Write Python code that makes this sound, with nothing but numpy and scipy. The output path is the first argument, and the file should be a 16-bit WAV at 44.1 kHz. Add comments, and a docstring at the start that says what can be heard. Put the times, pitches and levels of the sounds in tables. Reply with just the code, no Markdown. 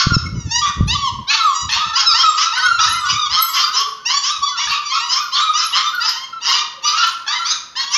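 """A litter of puppies crowds its mother in a walled concrete yard: hoarse barks start as a clean rising
chirp, then roughen with pitch jitter, a slower beat and breath noise. Clear open-mouthed yelps, closed-mouth
whines and thin whistling squeaks overlap as gliding tones; the mother hums low. More pups call behind them.
The walls answer with a short noise tail, wind noise and slaps thump the phone's microphone, hardest at
the start, and a faint hiss of yard air runs throughout."""
import sys
import numpy as np
from scipy import signal
from scipy.fft import rfft, irfft, next_fast_len
from scipy.io import wavfile
from scipy.ndimage import uniform_filter1d, minimum_filter1d, map_coordinates

SR = 44100
rng = np.random.default_rng(int(sys.argv[2]) if len(sys.argv) > 2 else 0)


def inscribe(sig):
    """Save sig as 16-bit PCM at rate SR to the path in sys.argv[1].

    A 1-D sig is mono; a 2-D sig holds one channel per row.
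    Samples are clipped to [-1, 1] before scaling.
    """
    pcm = np.round(np.clip(np.atleast_2d(sig).T, -1, 1) * 32767)
    wavfile.write(sys.argv[1], SR, pcm.astype(np.int16))


def level_to_linear(level):
    """Convert decibel levels to linear amplitude factors, elementwise."""
    exponent = np.asarray(level, float) / 20
    return 10 ** exponent


N = 351477  # samples in the scene

# Voices: level_db is ahead of the mouth, throat and yard; brightness_db is treble tilt [dB per two octaves].
# hoarse barks: start_s, length_s, held_pitch_hz, level_db, hoarseness [no unit], brightness_db
BARK_CALLS = [(-.06, 0.083, 1085, -11, 0.87, 2), (0.601, 0.11, 1163, -23.5, 0.93, -0.5),
              (1.267, 0.11, 851, -15, 0.9, 0.5), (1.679, 0.11, 875.5, -18, 0.91, 0),
              (1.943, 0.089, 1053, -15, 1.4, 2.5), (2.144, 0.097, 1071, -19, 1, 2),
              (2.349, 0.11, 1000, -18.5, 1.2, 3.5), (2.521, 0.065, 1010, -23, 1.1, -4.5),
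              (2.781, 0.1, 986, -18, .85, 3.5), (3.04, 0.1, 989, -21.5, 0.77, 3.5),
              (3.285, 0.11, 1021, -16.5, 1.185, 2), (3.519, 0.11, 1048, -16.5, 1.2, 2),
              (3.717, 0.11, 1033, -19.5, 1.1, 3.5), (4.043, 0.094, 976.1, -19, 0.78, 2),
              (4.22, 0.08, 1047, -21.5, 1.1, 4), (4.556, 0.1, 942, -24, 0.71, 4),
              (4.664, 0.111, 918, -21.5, 1.2, 1.5), (4.874, 0.11, 1075, -21.5, .7, 1),
              (5.079, 0.11, 1054, -19.5, 1.2, 3.5), (5.31, 0.1, 1097, -18, 1.1, 1),
              (5.524, 0.12, 984, -19.5, 0.77, 3.5), (5.714, 0.099, 1035, -16.5, 1.3, 0),
              (5.988, 0.13, 994, -19.5, .85, 2), (6.395, 0.2, 977, -20, 1, 2),
              (6.814, 0.12, 963, -22.5, 0.71, 1.5), (6.932, 0.16, 968, -20.5, 1, 1),
              (7.26, 0.094, 1164, -20.5, 0.75, 2), (7.437, 0.11, 1196, -17, 1.3, 2.5),
              (7.749, 0.1, 1076, -20.5, 0.69, 1), (7.905, 0.0754, 1086, -19, 1.2, 4.5)]
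# closed-mouth whines: start_s, length_s, first_pitch_hz, last_pitch_hz, level_db
WHINE_CALLS = [(0, 0.037, 1321, 1266, -20.5), (0, 0.06, 958, 1190, -26), (.095, 0.07, 1438, 1241, -22.5),
               (.252, 0.014, 2130, 2130, -25.5), (.548, 0.058, 1760, 1927, -19),
               (.64, 0.08, 1954, 1813, -28.5), (.607, 0.078, 1202, 1096, -18),
               (.94, 0.021, 1193, 1109, -14), (1.01, 0.086, 1179, 929, -20.5),
               (1.39, 0.13, 1361, 1057, -16), (1.785, 0.06, 1186, 1238, -19.5),
               (1.9, 0.17, 1260, 1400, -29), (1.96, 0.038, 1049, 1068, -25.5),
               (2.01, 0.1514, 1262, 1330, -24), (2.225, 0.088, 1329, 1192, -14.5),
               (2.37, 0.1245, 1040, 1374, -20.5), (2.56, 0.29, 1484, 1251, -20),
               (2.61, 0.085, 1290, 1186, -26), (2.8, 0.094, 1007, 1317, -21.5),
               (2.92, 0.044, 1291, 1319, -20), (3, 0.1, 1222, 1049, -26.5),
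               (3.03, 0.069, 1353, 1440, -26.5), (3.16, 0.11, 1254, 1158, -21.5),
               (3.36, 0.1, 1182, 1358, -20), (3.54, 0.2035, 1098, 1270, -25),
               (3.62, 0.09, 1293, 1475, -30.5), (3.74, 0.15, 1007, 1168, -26),
               (4.24, 0.0886, 1039, 1197, -22), (4.41, 0.049, 1032, 1240, -23.5),
               (4.515, 0.065, 1484, 1297, -28.5), (4.71, 0.0935, 1085, 1172, -26.5),
               (4.905, 0.088, 1013, 1134, -28.5), (4.95, 0.0332, 1370, 1316, -24),
               (5.18, 0.054, 1140, 1173, -25.5), (5.2, 0.068, 1415, 1376, -31.5),
               (5.32, 0.096, 1040, 1197, -23), (5.395, 0.12, 1263, 1219, -20.5),
               (5.74, 0.18, 1106, 1324, -25), (5.92, 0.15, 1469, 1256, -26),
               (6.32, 0.076, 1307, 1297, -32.5), (6.5, 0.1566, 1043, 1236, -31),
               (6.835, 0.25, 1177, 1350, -24.5), (7.02, 0.038, 1184, 1422, -18),
               (7.275, 0.079, 1080, 1278, -30), (7.385, 0.059, 1316, 1318, -20.5)]
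# clear open-mouthed yelps: start_s, length_s, first_pitch_hz, last_pitch_hz, level_db, brightness_db
YELP_CALLS = [(.05, 0.053, 1203, 1393, -26.5, 1), (.105, 0.067, 1423, 1226, -23, 3),
              (.33, 0.19, 1015, 827, -40, 4), (.497, .1, 861, 982, -17, 4),
              (.866, .084, 778, 1030, -17, 0.5), (.945, 0.15, 1153, 1025, -29.5, 3),
              (1.4, 0.14, 1308, 1084, -31.5, 1), (1.51, 0.15, 936.7, 957, -24, 14.5),
              (2.04, 0.088, 1358, 1143, -15, 2.5), (2.12, 0.11, 820, 1115, -21, -0.5),
              (2.51, 0.1, 815, 1090, -23, 0), (2.28, 0.08, 1320, 1070, -27.5, -1),
              (2.84, 0.12, 1337, 1224, -23, -0.5), (2.91, 0.099, 900, 1007, -31, -4),
              (3.063, .12, 1090, 1194, -25, -6), (3.17, .105, 1250, 1102, -25, 1),
              (3.46, 0.13, 1075, 1076, -25.5, -2.5), (3.6, 0.063, 1170, 1170, -18.5, 3),
              (3.91, 0.16, 1460, 1480, -47.5, 9.5), (4.08, .13, 960, 1181, -22, 2),
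              (4.41, 0.084, 1100, 1141, -24, 0.5), (4.455, 0.0755, 975, 994.6, -26, 0),
              (4.82, 0.098, 1130, 1152, -28.5, 1.5), (4.985, 0.09, 855, 985, -25.5, 1),
              (5.61, 0.067, 1120, 1323, -24, -4), (5.815, 0.083, 1128, 1175, -22, 0),
              (6.12, 0.15, 972, 1065, -33, -2), (6.45, 0.17, 923, 934, -26, 1),
              (6.82, 0.09, 1104, 1198, -24, 4.5), (7, 0.16, 985, 1080, -40, -6.5),
              (7.885, 0.076, 930, 953, -26.5, -4), (7.81, 0.24, 1036, 1217, -35, 0)]
# whistling squeaks: start_s, length_s, first_pitch_hz, last_pitch_hz, level_db
SQUEAK_CALLS = [(.87, 0.041, 10750, 10550, -50), (1.44, 0.2, 7630, 7120, -44),
                (2.22, 0.15, 7300, 7420, -36.5), (2.57, 0.11, 10670, 10070, -45),
                (2.89, 0.055, 11050, 11280, -36.5), (2.99, 0.12, 7900, 7340, -42),
                (3.4, 0.0412, 11000, 11940, -36), (3.41, 0.098, 7960, 7640, -32),
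                (3.785, 0.028, 11300, 11500, -42), (4.13, 0.067, 7104, 7240, -35),
                (5, 0.15, 7380, 7130, -42), (5.41, 0.036, 7200, 7450, -34),
                (5.645, 0.029, 11670, 10800, -41.5), (6.5, 0.05, 7200, 7000, -38),
                (5.2, 0.058, 11700, 12670, -46.5), (6.09, 0.08, 11600, 11950, -53.5)]
# the mother's hums: start_s, length_s, first_pitch_hz, last_pitch_hz, level_db
HUM_CALLS = [(3.72, 0.15, 395, 439, -45.5), (6.45, 0.19, 426, 366, -52), (6.71, 0.22, 565, 497, -55)]
# open throat and microphone response: frequency_hz, gain_db
THROAT_AND_MICROPHONE = [(600, -22), (820, -6.5), (1200, 7), (1700, 7), (2300, 3), (2900, 3.5), (3600, 0),
                         (5500, 1.5), (6600, -4), (7400, -21.5), (8300, -57)]
# harmonics of a whine, from the fundamental up: mean level_db
WHINE_HARMONICS_DB = [1, -22, -12.5, -24.5, -30.5]
# reverberation of the walled yard: frequency_hz, decay_s [time to fall 60 dB]
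YARD_DECAY = [(800, 0.76), (2000, 0.5804), (6000, 0.44)]
# gusts on the microphone port: peak_s, width_s [between the 1/e points], level_db
WIND_GUSTS = [(0.136, 0.099, -13), (0.371, 0.308, -18), (0.693, 0.051, -35.5), (0.817, 0.078, -16),
              (0.938, 0.2, -24.5), (1.185, 0.12, -27), (1.67, 0.095, -27), (1.846, 0.2, -46),
              (2.153, 0.65, -56.5), (2.804, 0.32, -42.5), (2.92, 0.11, -33.5), (3.149, 0.14, -32.5),
              (3.314, 0.081, -35.5), (4.382, 0.077, -45.5), (4.682, 0.13, -45.5)]
# colour of the wind buffeting: frequency_hz, relative gain_db
WIND_COLOUR = [(15, -65.5), (30, -33), (62, 3.5), (97, 1.5), (151, -4.5), (348, -23.5), (600, -36.5),
               (780, -65.5), (1320, -120)]
# gust slaps: start_s, drive_db [of the ringing, ahead of its rise and decay]
WIND_SLAPS = [(0.069, 6), (0.12, 2.5), (0.166, 15.5), (0.808, 5)]
# colour of the yard hiss: frequency_hz, relative gain_db
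AIR_COLOUR = [(30, -11), (120, -3), (700, -7), (1200, -9), (6500, -19), (7800, -40), (11000, -31),
              (13500, -33)]


def unit(x):
    """Scale to rms 1."""
    return x / np.sqrt(np.mean(x ** 2) + 1e-20)


def along(points, hz):
    """Read (Hz, value) points on a log frequency axis."""
    f, v = np.transpose(points)
    return np.interp(np.log(hz + 1), np.log(f + 1), v)


def wobble(rate, size):
    """A smooth random curve through `rate` normal random knots a second."""
    at = np.arange(0, size + 32, 32)  # computed every 32 samples, straight lines between
    knots = rng.standard_normal(int(size * rate / SR) + 4)
    return np.interp(np.arange(size), at, map_coordinates(knots, [at * rate / SR]))


def coloured(x, spectrum):
    """Pass x through the gain of (Hz, dB) points."""
    padded = next_fast_len(N + 8192)
    gain = level_to_linear(along(spectrum, np.fft.rfftfreq(padded, 1 / SR)))
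    return irfft(rfft(x, padded) * gain, padded)[:N]


def add(track, s, x):
    """Mix x in at time s, cutting whatever lies outside the track."""
    i = max(round(s * SR), 0)
    x = x[max(-round(s * SR), 0):]
    track[i:i + len(x)] += x[:max(len(track) - i, 0)]


def swell(size, rise_s, fall_s):
    """A breath: smooth rise, hold, smooth fall."""
    t = np.arange(size) / SR
    return np.sin(np.pi / 2 * np.clip(np.minimum(t / rise_s, t[::-1] / fall_s), 0, 1)) ** 2


def mouth(x, brightness_db):
    """A wider mouth lifts the treble and moves its resonance up."""
    resonance_hz, depth_db, width_octaves = 3600, 7, .25
    moved = .17 * brightness_db  # octaves
    octaves = np.log2(np.clip(np.fft.rfftfreq(len(x), 1 / SR), 1500, 6500) / resonance_hz)
    bump = np.exp(-((octaves - moved) / width_octaves) ** 2) - .5
    peak_db = depth_db * bump * (octaves > -1.2)  # leaves the lowest frequencies alone
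    return irfft(rfft(x) * level_to_linear(brightness_db * octaves / 2 + peak_db), len(x))


def calls(rows, harmonics_db, arch, shake, shake_rate, flutter_db, rise_s, fall_s):
    """Tonal calls: pitch glides from first to last with a mid-call lift, trembles, and the level flutters.

    arch and shake are shares of the pitch; shake_rate is in knots a second."""
    out = np.zeros(N)
    for s, length, first, last, db, *brightness in rows:
        size = round((length + fall_s / 2) * SR)
        progress = np.minimum(np.arange(size) / SR / length, 1)
        hz = (first + (last - first) * progress) * (1 + arch * np.sin(np.pi * progress))
        phase = 2 * np.pi * np.cumsum(hz * (1 + shake * wobble(shake_rate, size))) / SR
        tone = np.zeros(size)
        for k, harmonic_db in enumerate(harmonics_db):
            spread_db = np.sign(k) * rng.normal(0, 2)  # overtones differ from call to call
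            level = level_to_linear(harmonic_db + spread_db + 3.5 * wobble(45, size))
            tone += level * np.sin((k + 1) * phase + k * k)
        voice = mouth(swell(size, rise_s, fall_s) * tone, sum(brightness))
        level = level_to_linear(db + flutter_db * wobble(71.2, size))
        add(out, s, level * np.sqrt(2) * voice)
    return out


def crowd(count, low_hz, high_hz, db):
    """Rows of chance calls, each following a randomly picked bark, from the third bark on, by up to 0.14 s."""
    which, wait, length, pitch, bend, level = rng.random((count, 6)).T
    leaders = np.array(BARK_CALLS[2:])
    start_s = leaders[(which * len(leaders)).astype(int), 0] + .14 * wait
    top = low_hz + (high_hz - low_hz) * pitch
    first_hz = top * (.8 + .16 * bend)
    last_hz = top * (1.02 - .16 * level)  # quieter calls end lower
    return np.transpose([start_s, .05 + .1 * length, first_hz, last_hz, db - 8 * level])


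def barks():
    """The folds start on a regular rising cycle, then roughen: jitter, a beating second rhythm, gated breath."""
    scoop, scoop_s, climb_per_s = .22, .017, .3  # start this share low, close in at this pace, creep up
    harmonics_db = [-4, -8, 3, 0, 3, 0, 0, 0]
    out = np.zeros(N)
    for s, length, held, db, hoarse, brightness in BARK_CALLS:
        size = round((length + 0.038) * SR)
        t = np.arange(size) / SR
        onset_s = .035 + .06 * np.clip(1.2 - hoarse, 0, 1)  # hoarser barks roughen sooner
        chaos = np.clip(hoarse, .6, .85) * np.clip(t / onset_s, 0, 1) ** 2
        hz = held * (1 - scoop * np.exp(-t / scoop_s)) * (1 + climb_per_s * t)
        rough_jitter = chaos ** 2 * (.04 * wobble(160, size) + .015 * wobble(30, size))
        hz = hz * (1 + .006 * wobble(200, size) + rough_jitter)
        phase = 2 * np.pi * np.cumsum(hz) / SR
        pulses = np.zeros(size)
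        for k, harmonic_db in enumerate(harmonics_db, 1):
            pulses += level_to_linear(harmonic_db + 4 * wobble(55, size)) * np.cos(k * phase + k * k)
        # the second rhythm beats at a fraction of the pitch
        second = np.cos(phase * rng.uniform(.15, .5) + 1.5 * wobble(120, size))
        pulses = unit(pulses * (1 + 1.1 * chaos * second))
        breath = unit((2.0 + np.cos(phase)) * rng.standard_normal(size))  # pulsed by each cycle
        airy = .33 * chaos ** 3  # breath's share of the power
        voice = np.sqrt(1 - airy) * pulses + np.sqrt(airy) * breath
        shaped = mouth(swell(size, .36 * length, .07) * voice, brightness)
        add(out, s, level_to_linear(db + 1.88 * wobble(60.5, size)) * shaped)
    return out


def whines():
    """With the mouth closed the fundamental dominates and the overtones stay weak."""
    return calls(WHINE_CALLS, WHINE_HARMONICS_DB, arch=.034, shake=.015, shake_rate=70,
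                 flutter_db=2.5, rise_s=.02, fall_s=.04)


def yard(x):
    """Walls and concrete answer after 500 samples; each frequency dies at its own speed."""
    hz, t, z = signal.stft(rng.standard_normal(SR // 2), SR, nperseg=256)
    decay = level_to_linear(-60 * t / along(YARD_DECAY, hz)[:, None])
    tail = signal.istft(z * decay, SR, nperseg=256)[1]
    return signal.fftconvolve(np.pad(x, (500, 0)), tail / np.linalg.norm(tail))[:N]


def wind():
    """Lumpy low turbulence on the microphone port, with a few sharp slaps that ring and die at once."""
    clock = np.arange(N) / SR
    strength = np.full(N, level_to_linear(-87))  # the lull between gusts
    for peak_s, width_s, db in WIND_GUSTS:
        strength += level_to_linear(db) * np.exp(-(2 * (clock - peak_s) / width_s) ** 2)
    lumps = level_to_linear(5.77 * wobble(30, N)) * rng.standard_normal(N)
    out = strength * unit(coloured(lumps, WIND_COLOUR))
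    t = np.arange(SR // 20) / SR
    slap = -np.sin(2 * np.pi * 140 * t) * (1 - np.exp(-t / .0012)) * np.exp(-t / .0035)
    for s, db in WIND_SLAPS:
        add(out, s, level_to_linear(db) * slap)
    return out


def yard_air():
    """A steady coloured hiss whose level drifts slightly."""
    hiss = unit(coloured(rng.standard_normal(N), AIR_COLOUR))
    return level_to_linear(-54.0 + 0.39 * wobble(2.4, N)) * hiss


def yelps():
    """An open mouth lets a full row of harmonics out over a clean, gliding pitch."""
    return calls(YELP_CALLS, [-9, -15] + [-7] * 6, arch=.03, shake=.008, shake_rate=150,
                 flutter_db=3, rise_s=.04, fall_s=.03)


def squeaks():
    """Whistles are single high tones without overtones; fainter chance ones join the listed squeaks."""
    faint = crowd(count=60, low_hz=9730, high_hz=14800, db=-58)
    return calls([*SQUEAK_CALLS, *faint], [0], arch=0, shake=.0071, shake_rate=150,
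                 flutter_db=8.2, rise_s=.0014, fall_s=.0088)


def pups_behind():
    """Chance calls from the rest of the litter, rich in harmonics and abrupt at both ends."""
    rows = crowd(count=50, low_hz=900, high_hz=1398.0, db=-28.0)
    return calls(rows, [-7] * 8, arch=.07, shake=.01, shake_rate=90,
                 flutter_db=4.1, rise_s=.002, fall_s=.006)


def mother_hums():
    """Larger folds hum low, with three harmonics and a slow tremble."""
    return calls(HUM_CALLS, [0, -8, -14], arch=.02, shake=.021, shake_rate=9,
                 flutter_db=5.5, rise_s=.044, fall_s=.27)


def scene():
    """Pups and mother in the yard, the walls' answer, wind and air at the microphone."""
    open_mouths = coloured(level_to_linear(2.5) * barks() + yelps() + pups_behind(), THROAT_AND_MICROPHONE)
    dogs = open_mouths + whines() + squeaks() + mother_hums()
    return (dogs + level_to_linear(-5.5) * yard(dogs) + wind() + yard_air())[None]


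def roll_off(x):
    """The treble ends steeply here."""
    return signal.sosfilt(signal.butter(12, 13840, fs=SR, output="sos"), x)


def record(dry):
    """The phone's limiter ducks the loudest peaks, easing the gain down and up around each."""
    needed = np.minimum(1, .85 / (np.abs(dry) + 1e-9))
    gain = uniform_filter1d(minimum_filter1d(needed, size=600), size=500)  # windows in samples
    return roll_off(dry * gain)


dry = scene()
out = record(dry)
inscribe(out)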